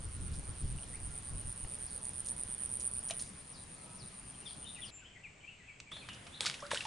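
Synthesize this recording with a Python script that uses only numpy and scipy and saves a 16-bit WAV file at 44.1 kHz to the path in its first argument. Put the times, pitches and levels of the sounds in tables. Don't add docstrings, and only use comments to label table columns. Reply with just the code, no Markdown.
import sys
import numpy as np
from scipy import signal
from scipy.fft import rfft, irfft
from scipy.io import wavfile
from scipy.ndimage import uniform_filter1d

SR = 44100
rng = np.random.default_rng(int(sys.argv[2]) if len(sys.argv) > 2 else 0)


def file_out(sig):
    cols = np.atleast_2d(sig).T
    lim = np.clip(cols, -1, 1)
    pcm = np.round(lim * 32767).astype(np.int16)
    wavfile.write(sys.argv[1], SR, pcm)


N = 302809
TIME_S = np.arange(N) / SR
BINS_HZ = np.fft.rfftfreq(1024, 1 / SR)

CUTS_S = [0, 3.236, 4.905, 5.915, 7]
# [f/Hz, relative density/dB per Hz]
HUSH_SPECTRA = [
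    [(15, -23), (25, -1), (64, -2.5), (169, -7), (342, -13), (549, -13.5), (617, -15.5), (1010, -16),
     (1550, -18.5), (7000, -26), (9100, -56), (15400, -120)],
    [(15, -33), (25, -5), (165, -1.5), (334, -11.5), (1250, -15.5), (1340, -17), (2660, -17.5), (2860, -20),
     (4800, -22), (7000, -26.5), (9100, -61), (15400, -120)],
    [(15, -31), (25, -1.5), (124, -1), (301, -10.5), (592, -13), (730, -13), (1220, -17), (1650, -15.5),
     (2560, -9), (3630, -21.5), (6500, -27.5), (8450, -53), (14300, -120)],
    [(15, -30), (25, -5.5), (127, 1.5), (394, -10), (476, -8), (1440, -13.5), (1620, -11), (2600, -13),
     (3140, -11.5), (7000, -29.5), (9100, -52), (15400, -120)],
]
HUSH_LEVELS_DB = [-53.5, -55, -60, -54]
# [moment index, centre f/Hz, width/Hz, level/dB]
CHORUS_BANDS = [(0, 9260, 980, -61), (0, 7830, 650, -94), (0, 171, 21, -65.5), (1, 9570, 590, -63),
                (1, 7800, 800, -68.5), (1, 161, 12, -66), (2, 7500, 280, -74), (2, 7600, 850, -72),
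                (3, 9400, 320, -65.5), (3, 8350, 1300, -64.5)]
# [f/Hz, correlation 0..1]
HUSH_LIKENESS = [(50, 1), (110, 1), (200, 0.96), (400, 0.4), (1400, 0.17), (4000, 0.49), (10000, 0.41)]

# [crest t/s, level/dB, half-length/s]
PUFFS = [(.07, -41, .025), (0.235, -40.5, 0.12), (0.323, -35, 0.029), (0.389, -37, 0.018),
         (0.502, -40, 0.025), (0.648, -33.5, 0.026), (0.733, -35.5, 0.045), (1.07, -46.5, 0.089),
         (1.35, -42.5, 0.059), (1.47, -42, 0.035), (1.647, -40, 0.016)]
# [f/Hz, relative density/dB per Hz]
BUFFET_SPECTRUM = [(12, -35.5), (20, -5.5), (53, 1.5), (87, -1), (170, -15.5), (348, -27.5), (500, -37.5),
                   (650, -53), (1100, -120)]
DRAUGHT_START_DB, DRAUGHT_FADE_DB_PER_S = -48, 6

# [t/s, f/Hz, longest stroke/s, downward sweep/Hz, left over right/dB, echo/dB re direct, strokes per chirp]
CRICKET_SONG = [(0, 9220, 0.0028, 750, -3.5, -6, 10.4), (1.099, 9220, 0.0025, 797, -2.5, -4.5, 11.5),
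                (2.393, 9290, 0.003, 634, -5, -6, 10.3), (3.23, 9330, 0.0034, 550.3, -3, -8, 11.6),
                (3.287, 9150, .0047, 180, 2.5, -4, 11), (4.9, 9096, .0054, 150, 1.5, -4.5, 11.3)]
# [first chirp end t/s, last chirp end t/s, chirps]
CHIRP_RUNS = [(.053, .623, 6), (.726, 1.302, 6), (1.413, 2.318, 9), (2.436, 2.771, 4), (2.876, 3.223, 4),
              (3.301, 4.868, 15)]
# [t/s, level/dB before lift_db in cricket()]
CRICKET_LEVELS = [(0, -43), (1.4, -37.5), (2.85, -32), (3.23, -33.5), (3.29, -47.5), (3.9, -47.5),
                  (4.87, -45)]
CHIRP_JITTER_S, CHIRP_UNEVEN_DB = .0005, 0.5

# [t/s, length/s, f/Hz, level/dB]
DISTANT_TONES = [(0.079, 0.26, 1432, -67), (1.026, 0.18, 1400, -69), (1.122, 0.54, 1120, -77.5),
                 (3.738, 0.31, 1290, -67.5), (3.78, 0.3, 964, -67), (5.1, 0.43, 429.4, -72)]

# [t/s, level/dB, centre f/Hz, decay/s]
BRUSHES = [(.335, -52.5, 5500, .02), (2.051, -46, 8180, 0.007), (2.259, -43, 7750, 0.0076),
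           (2.285, -43, 7200, .0075), (2.803, -40, 8000, 0.0087), (3.087, -43, 6500, .0072),
           (3.195, -37, 6100, 0.0022), (3.199, -49, 6040, 0.052), (6.132, -50, 5030, 0.0046),
           (6.144, -51, 4000, 0.0054)]
# [t/s, level/dB, centre f/Hz, decay/s]
TACKLE_TAPS = [(1.648, -42.5, 750, 0.0019), (3.099, -45.5, 1710, 0.011), (5.801, -38.5, 3080, 0.0028),
               (5.918, -46.5, 1370, 0.01), (5.966, -49, 1610, .0086), (6.088, -41.5, 1700, 0.0083),
               (6.267, -46.5, 1520, 0.0081)]
# [level/dB, centre f/Hz, width/octaves, decay/s]
POLE_BANDS = [(-39.5, 636, 0.18, 0.01), (-55, 1240, 0.063, .0086), (-39, 2930, 0.28, 0.0084),
              (-32, 5900, .97, 0.0038)]
RUSTLE_OCTAVES, TAP_OCTAVES, KNOCK_S = 0.65, 1, 3.108

# [t/s, level/dB, f/Hz, decay/s, pitch rise per decay time/share]
CLEAR_BUBBLES = [(.786, -41.5, 2800, 0.0022, 0.018), (.833, -45.5, 3100, .003, .02),
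                 (6.452, -32.5, 1180, 0.0024, .03), (6.468, -28.5, 1390, 0.0026, 0.035),
                 (6.487, -40, 2140, 0.0071, 0.14), (6.624, -40.5, 1025, 0.017, 0.35),
                 (6.652, -43.5, 1295, 0.012, .12), (6.628, -42, 573, 0.031, 0.0039),
                 (6.717, -28, 913, 0.0041, .01), (6.733, -27, 550, .0046, .03),
                 (6.757, -34.5, 1386, .008, .26), (6.774, -22.5, 2900, 0.0012, 0.032),
                 (6.807, -28, 2670, 0.0033, .02), (6.853, -33, 884, 0.0096, .01)]
# [t/s, level/dB, centre f/Hz, decay/s, wait to closing/s, closing level/dB]
FISH_SLAPS = [(6.4073, -15.5, 3600, .00067, .0495, -23.5), (6.7138, -28.5, 1340, 0.0057, .031, -35.5)]
# [level/dB, centre f/Hz, width/octaves, decay/s]
SPRAY_BANDS = [(-42, 650, 0.29, .0062), (-44.5, 1800, 2.7, 0.14), (-44.5, 3560, 0.18, 0.079),
               (-44, 8700, 0.14, 0.041)]
# [t/s, level/dB, decay/s]
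LARGE_DROPS = [(6.4501, -26, 0.00075), (6.4986, -21, 0.00073), (6.513, -32, 0.0011), (6.542, -39, 0.0062),
               (6.665, -46, 0.0043), (6.707, -37, 0.0063), (6.746, -26, 0.0016), (6.772, -36, 0.0035),
               (6.806, -44.5, 0.015), (6.851, -40.5, 0.0084)]
SLAP_OCTAVES, DROP_HZ, DROP_OCTAVES = 0.87, 3100, 0.69
CLOSING_HZ, CLOSING_OCTAVES, CLOSING_DECAY_S = 3380, 0.69, .012

# [t/s, level/dB, f/Hz at the bend's midpoint, glide/octaves, echo level/dB]
WARBLE_NOTES = [(.922, -55.5, 2150, 0.57, -61), (4.335, -60, 3180, 0, -72), (4.412, -62, 2780, -.2, -60),
                (4.452, -45, 3445, -0.28, -47.5), (4.62, -60, 2994, .2, -51.5),
                (4.655, -51.5, 3680, .08, -45), (4.745, -53, 2700, -0.41, -51),
                (4.779, -51.5, 1960, -0.11, -60), (4.813, -43.5, 3226, -0.45, -47.5),
                (4.97, -63, 2634, -0.38, -56.5), (5.012, -59.5, 1520, -0.25, -62),
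                (5.04, -56, 3074, 0.17, -52.5), (5.145, -55, 2100, -.25, -52.5),
                (5.23, -46.5, 2500, -0.5, -52), (5.397, -63, 3000, .1, -59), (5.429, -52, 2370, 0, -53),
                (5.47, -46.5, 2714, 0.165, -48.5), (5.591, -58, 2000, -.3, -55.5),
                (5.671, -50.5, 2467, -0.25, -51), (5.86, -60, 2350, .17, -53.5),
                (5.907, -45, 3447, 0.23, -42.5), (6.009, -52.5, 2440, -.3, -51),
                (6.075, -50, 2990, -0.47, -46.5), (6.317, -54, 3620, .4, -47.5)]
NOTE_S, NOTE_S_PER_OCTAVE = .028, 0.0367
NOTE_BEND = 1.69
# [t/s, level/dB, echo level/dB]
FALLING_CALLS = [(1.84, -65, -57), (3.518, -58, -59), (3.973, -55.5, -59), (4.445, -58.5, -57),
                 (4.84, -55.5, -56)]
CALL_S, CALL_TOP_HZ, CALL_END_HZ = 0.076, 6420, 3600
CALL_FALL_S = 0.062
# [t/s, length/s, f/Hz, level/dB]
LEVEL_WHISTLES = [(4.915, .1, 7290, -51), (5.944, 0.092, 4200, -56.5)]
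WHISTLE_ECHO_DB = -7.5
BIRD_PANS_DB = [0, 5.5, 4.0, 1]
FOREST_T60_S = 0.47

EDGE_HZ, DULL_EDGE_HZ = 11100, 8800


def gain_of(db):
    return 10 ** (np.asarray(db) / 20)


def evened(x):
    return x / np.sqrt(np.mean(x ** 2) + 1e-20)


def read(points, hz):
    f, value = np.transpose(points)
    return np.interp(np.log(hz + 1), np.log(f + 1), value)


def add(mix, start_s, sound):
    start = round(start_s * SR)
    if start >= 0:
        part = mix[..., start:start + sound.shape[-1]]
        part += sound[..., :part.shape[-1]]


def panned(x, db):
    return x * gain_of([[db / 2], [-db / 2]])


def moment(index):
    inside = (TIME_S >= CUTS_S[index]) & (TIME_S < CUTS_S[index + 1])
    return uniform_filter1d(1. * inside, size=64)


def noise(spectrum_db, same, patchy_db):
    draws = rng.standard_normal((5, N // 256 + 5, len(BINS_HZ))).transpose(0, 2, 1)
    a, b, c, d, patches = draws
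    patches = uniform_filter1d(patches, size=12, axis=0)
    patches = evened(uniform_filter1d(patches, size=14, axis=1))
    same = np.clip(same * np.ones(len(BINS_HZ)), -1, 1)[:, None]
    left = a + 1j * b
    right = same * left + np.sqrt(1 - same ** 2) * (c + 1j * d)
    bins = np.array([left, right]) * gain_of(spectrum_db[:, None] + patchy_db * patches)
    sound = signal.istft(bins, nperseg=1024, noverlap=768)[1]
    return evened(sound[:, :N])


def echo(x, t60_s, delay_s, spread):
    t = np.arange(SR) / SR
    shape = gain_of(-60 * t / t60_s) * (1 - np.exp(-(t / delay_s) ** 2))
    mid, side = rng.standard_normal((2, SR)) * shape
    tail = np.array([mid + spread * side, mid - spread * side])
    tail /= np.linalg.norm(tail[0])
    return signal.fftconvolve(x[None], tail, axes=1)[:, :N]


def bursts(rows, grain_db, rise_s):
    out = np.zeros(N)
    for start_s, db, hz, octaves, decay_s in rows:
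        t = np.arange(round(6 * decay_s * SR) + 256) / SR
        grain = np.minimum(rng.exponential(1, len(t)), 3)
        impacts = rng.standard_normal(len(t)) * gain_of(grain_db * grain)
        distance = np.log2((np.fft.rfftfreq(len(t), 1 / SR) + 1) / hz) / octaves
        shower = irfft(rfft(impacts) / (1 + distance ** 2 / 4) ** 2, len(t))
        shape = np.exp(-t / decay_s) * (1 - np.exp(-t / rise_s))
        shape_rms = np.sqrt(np.mean(shape ** 2))
        add(out, start_s, gain_of(db) * evened(shower * shape) * shape_rms)
    return out


def forest():
    out = np.zeros((2, N))
    for k, (spectrum, level_db) in enumerate(zip(HUSH_SPECTRA, HUSH_LEVELS_DB)):
        hush = noise(read(spectrum, BINS_HZ), read(HUSH_LIKENESS, BINS_HZ), patchy_db=1.23)
        power = np.zeros(len(BINS_HZ)) + 1e-20
        for index, hz, width_hz, db in CHORUS_BANDS:
            if round(index) == k:
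                bell = np.exp(-.5 * ((BINS_HZ - hz) / width_hz) ** 2)
                power += gain_of(db) ** 2 * bell / bell.sum()
        chorus = np.sqrt(power.sum()) * noise(10 * np.log10(power), same=.6, patchy_db=.5)
        out += moment(k) * (gain_of(level_db) * hush + chorus)
    return out


def wind():
    power = gain_of(DRAUGHT_START_DB - DRAUGHT_FADE_DB_PER_S * TIME_S) ** 2
    for crest_s, db, half_s in PUFFS:
        power = power + gain_of(db) ** 2 * np.exp(-2 * ((TIME_S - crest_s) / half_s) ** 2)
    return np.sqrt(power) * noise(read(BUFFET_SPECTRUM, BINS_HZ), same=0.89, patchy_db=0.5)


def chirps():
    ends_s = np.concatenate([np.linspace(first, last, round(count)) for first, last, count in CHIRP_RUNS])
    late, size = rng.standard_normal((len(ends_s), 2)).T
    levels_db = np.interp(ends_s, *np.transpose(CRICKET_LEVELS)) + CHIRP_UNEVEN_DB * size
    return zip(ends_s + CHIRP_JITTER_S * late, levels_db)


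def cricket(swell_db=6.5, lift_db=4.0, rebound_db=-8.0, uneven_db=1.5, scatter_hz=54, shortening=0.33):
    period_s, jitter_s = .00778, .0001
    direct, scattered = np.zeros((2, N)), np.zeros(N)
    song_s, *song = np.transpose(CRICKET_SONG)
    for end_s, db in chirps():
        hz, full_s, sweep_hz, pan_db, echo_db, strokes = (np.interp(end_s, song_s, c) for c in song)
        count = round(strokes)
        for k, (size, detune, late, phase) in enumerate(rng.standard_normal((count, 4))):
            weakness = (k / count) ** 1.3
            length_s = full_s * (1 - shortening * weakness)
            u = np.arange(0, 1, 1 / (length_s * SR))
            pitch_hz = hz + scatter_hz * detune + sweep_hz * (.5 - u) - 250 * u ** 6
            stroke = np.sin(np.pi * u) * np.sin(2 * np.pi * (np.cumsum(pitch_hz) / SR + phase))
            stroke *= gain_of(db + lift_db - swell_db * weakness + uneven_db * size)
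            start_s = end_s - k * period_s - length_s / 2 + jitter_s * late
            add(direct, start_s, panned(stroke, pan_db))
            add(scattered, start_s, gain_of(echo_db) * stroke)
            half = len(u) // 2
            rebound = gain_of(rebound_db) * stroke[half:] * np.hanning(len(u) - half)
            add(direct, start_s + 1.2 * length_s, panned(rebound, pan_db))
    sound = direct + echo(scattered, t60_s=0.16, delay_s=0.0014, spread=0.4)
    return sound * (moment(0) + moment(1))


def far_tones():
    out = np.zeros(N)
    for start_s, length_s, hz, db in DISTANT_TONES:
        t = np.arange(0, length_s, 1 / SR)
        tone = np.sin(2 * np.pi * hz * t * (1 - 0.014 * t))
        add(out, start_s, gain_of(db) * np.sin(np.pi * t / length_s) * tone)
    return out + gain_of(-3) * echo(out, t60_s=0.92, delay_s=0.0072, spread=.8)


def tackle():
    rows = [(s, db, hz, RUSTLE_OCTAVES, decay_s) for s, db, hz, decay_s in BRUSHES]
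    rows += [(s, db, hz, TAP_OCTAVES, decay_s) for s, db, hz, decay_s in TACKLE_TAPS]
    rows += [(KNOCK_S, *band) for band in POLE_BANDS]
    clicks = bursts(rows, grain_db=2.5, rise_s=0.00024)
    return clicks + gain_of(-8.5) * echo(clicks, t60_s=0.19, delay_s=0.003, spread=1.1)


def bubble(db, hz, decay_s, rise):
    t = np.arange(0, 6 * decay_s, 1 / SR)
    shape = np.exp(-t / decay_s) * (1 - np.exp(-t / 0.00026))
    return gain_of(db) * shape * np.sin(2 * np.pi * hz * t * (1 + rise * t / decay_s / 2))


def fish(count=70, small_db=-50, spread_db=4.5, cycles=5, flight_s=0.21):
    impacts = [(s, db, DROP_HZ, DROP_OCTAVES, decay_s) for s, db, decay_s in LARGE_DROPS]
    closings = []
    for s, db, hz, decay_s, wait_s, closing_db in FISH_SLAPS:
        impacts.append((s, db, hz, SLAP_OCTAVES, decay_s))
        impacts += [(s, *band) for band in SPRAY_BANDS]
        closings.append((s + wait_s, closing_db, CLOSING_HZ, CLOSING_OCTAVES, CLOSING_DECAY_S))
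    water = bursts(impacts, grain_db=8.5, rise_s=0.00023)
    water += bursts(closings, grain_db=15.0, rise_s=0.0044)
    for s, db, hz, decay_s, rise in CLEAR_BUBBLES:
        add(water, s, bubble(db, hz, decay_s, rise))
    for source, flight, size, pitch in rng.random((count, 4)):
        hz = 1500 * 4.5 ** pitch
        db = small_db - spread_db * np.log(size + 0.022)
        slap_s = FISH_SLAPS[int(source * len(FISH_SLAPS))][0]
        add(water, slap_s + flight_s * flight, bubble(db, hz, cycles / hz, rise=0.034))
    return water + gain_of(-10.5) * echo(water, t60_s=0.25, delay_s=0.003, spread=0.6)


def whistle(pitch_hz, waver):
    flutter = evened(uniform_filter1d(rng.standard_normal(len(pitch_hz)), size=50))
    phase = 2 * np.pi * np.cumsum(pitch_hz * (1 + waver * flutter)) / SR
    return np.sin(np.linspace(0, np.pi, len(pitch_hz))) * np.sin(phase)


def bird_notes():
    notes = []
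    for s, db, hz, glide, echo_db in WARBLE_NOTES:
        length_s = NOTE_S + NOTE_S_PER_OCTAVE * abs(glide)
        u = np.linspace(0, 1, round(length_s * SR))
        notes.append((s, hz * 2 ** (glide * (u ** NOTE_BEND - .5 ** NOTE_BEND)), db, echo_db))
    left = np.exp(-np.arange(0, CALL_S, 1 / SR) / CALL_FALL_S)
    fall_hz = CALL_END_HZ + (CALL_TOP_HZ - CALL_END_HZ) * (left - left[-1]) / (1 - left[-1])
    notes += [(s, fall_hz, db, echo_db) for s, db, echo_db in FALLING_CALLS]
    for s, length_s, hz, db in LEVEL_WHISTLES:
        notes.append((s, np.full(round(length_s * SR), hz), db, db + WHISTLE_ECHO_DB))
    return notes


def birds(waver_hz=75, blur_hz=150):
    out, notes = np.zeros((2, N)), bird_notes()
    for k, pan_db in enumerate(BIRD_PANS_DB):
        direct, scattered = np.zeros((2, N))
        for s, pitch_hz, db, echo_db in notes:
            middle_s = s + len(pitch_hz) / SR / 2
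            if CUTS_S[k] <= middle_s < CUTS_S[k + 1]:
                add(direct, s, gain_of(db) * whistle(pitch_hz, waver_hz / pitch_hz.mean()))
                add(scattered, s, gain_of(echo_db) * whistle(pitch_hz, blur_hz / pitch_hz.mean()))
        sound = direct + echo(scattered, FOREST_T60_S, delay_s=0.002, spread=0.3)
        out += moment(k) * panned(sound, pan_db)
    return out


def scene():
    return forest() + wind() + cricket() + far_tones() + tackle() + fish() + birds()


def low_passed(x, edge_hz):
    taps = signal.firwin(401, edge_hz, window=("kaiser", 8), fs=SR)
    return signal.oaconvolve(x, taps[None], "same")


def record(dry):
    dull, full = low_passed(dry, DULL_EDGE_HZ), low_passed(dry, EDGE_HZ)
    return full + moment(2) * (dull - full)


dry = scene()
out = record(dry)
file_out(out)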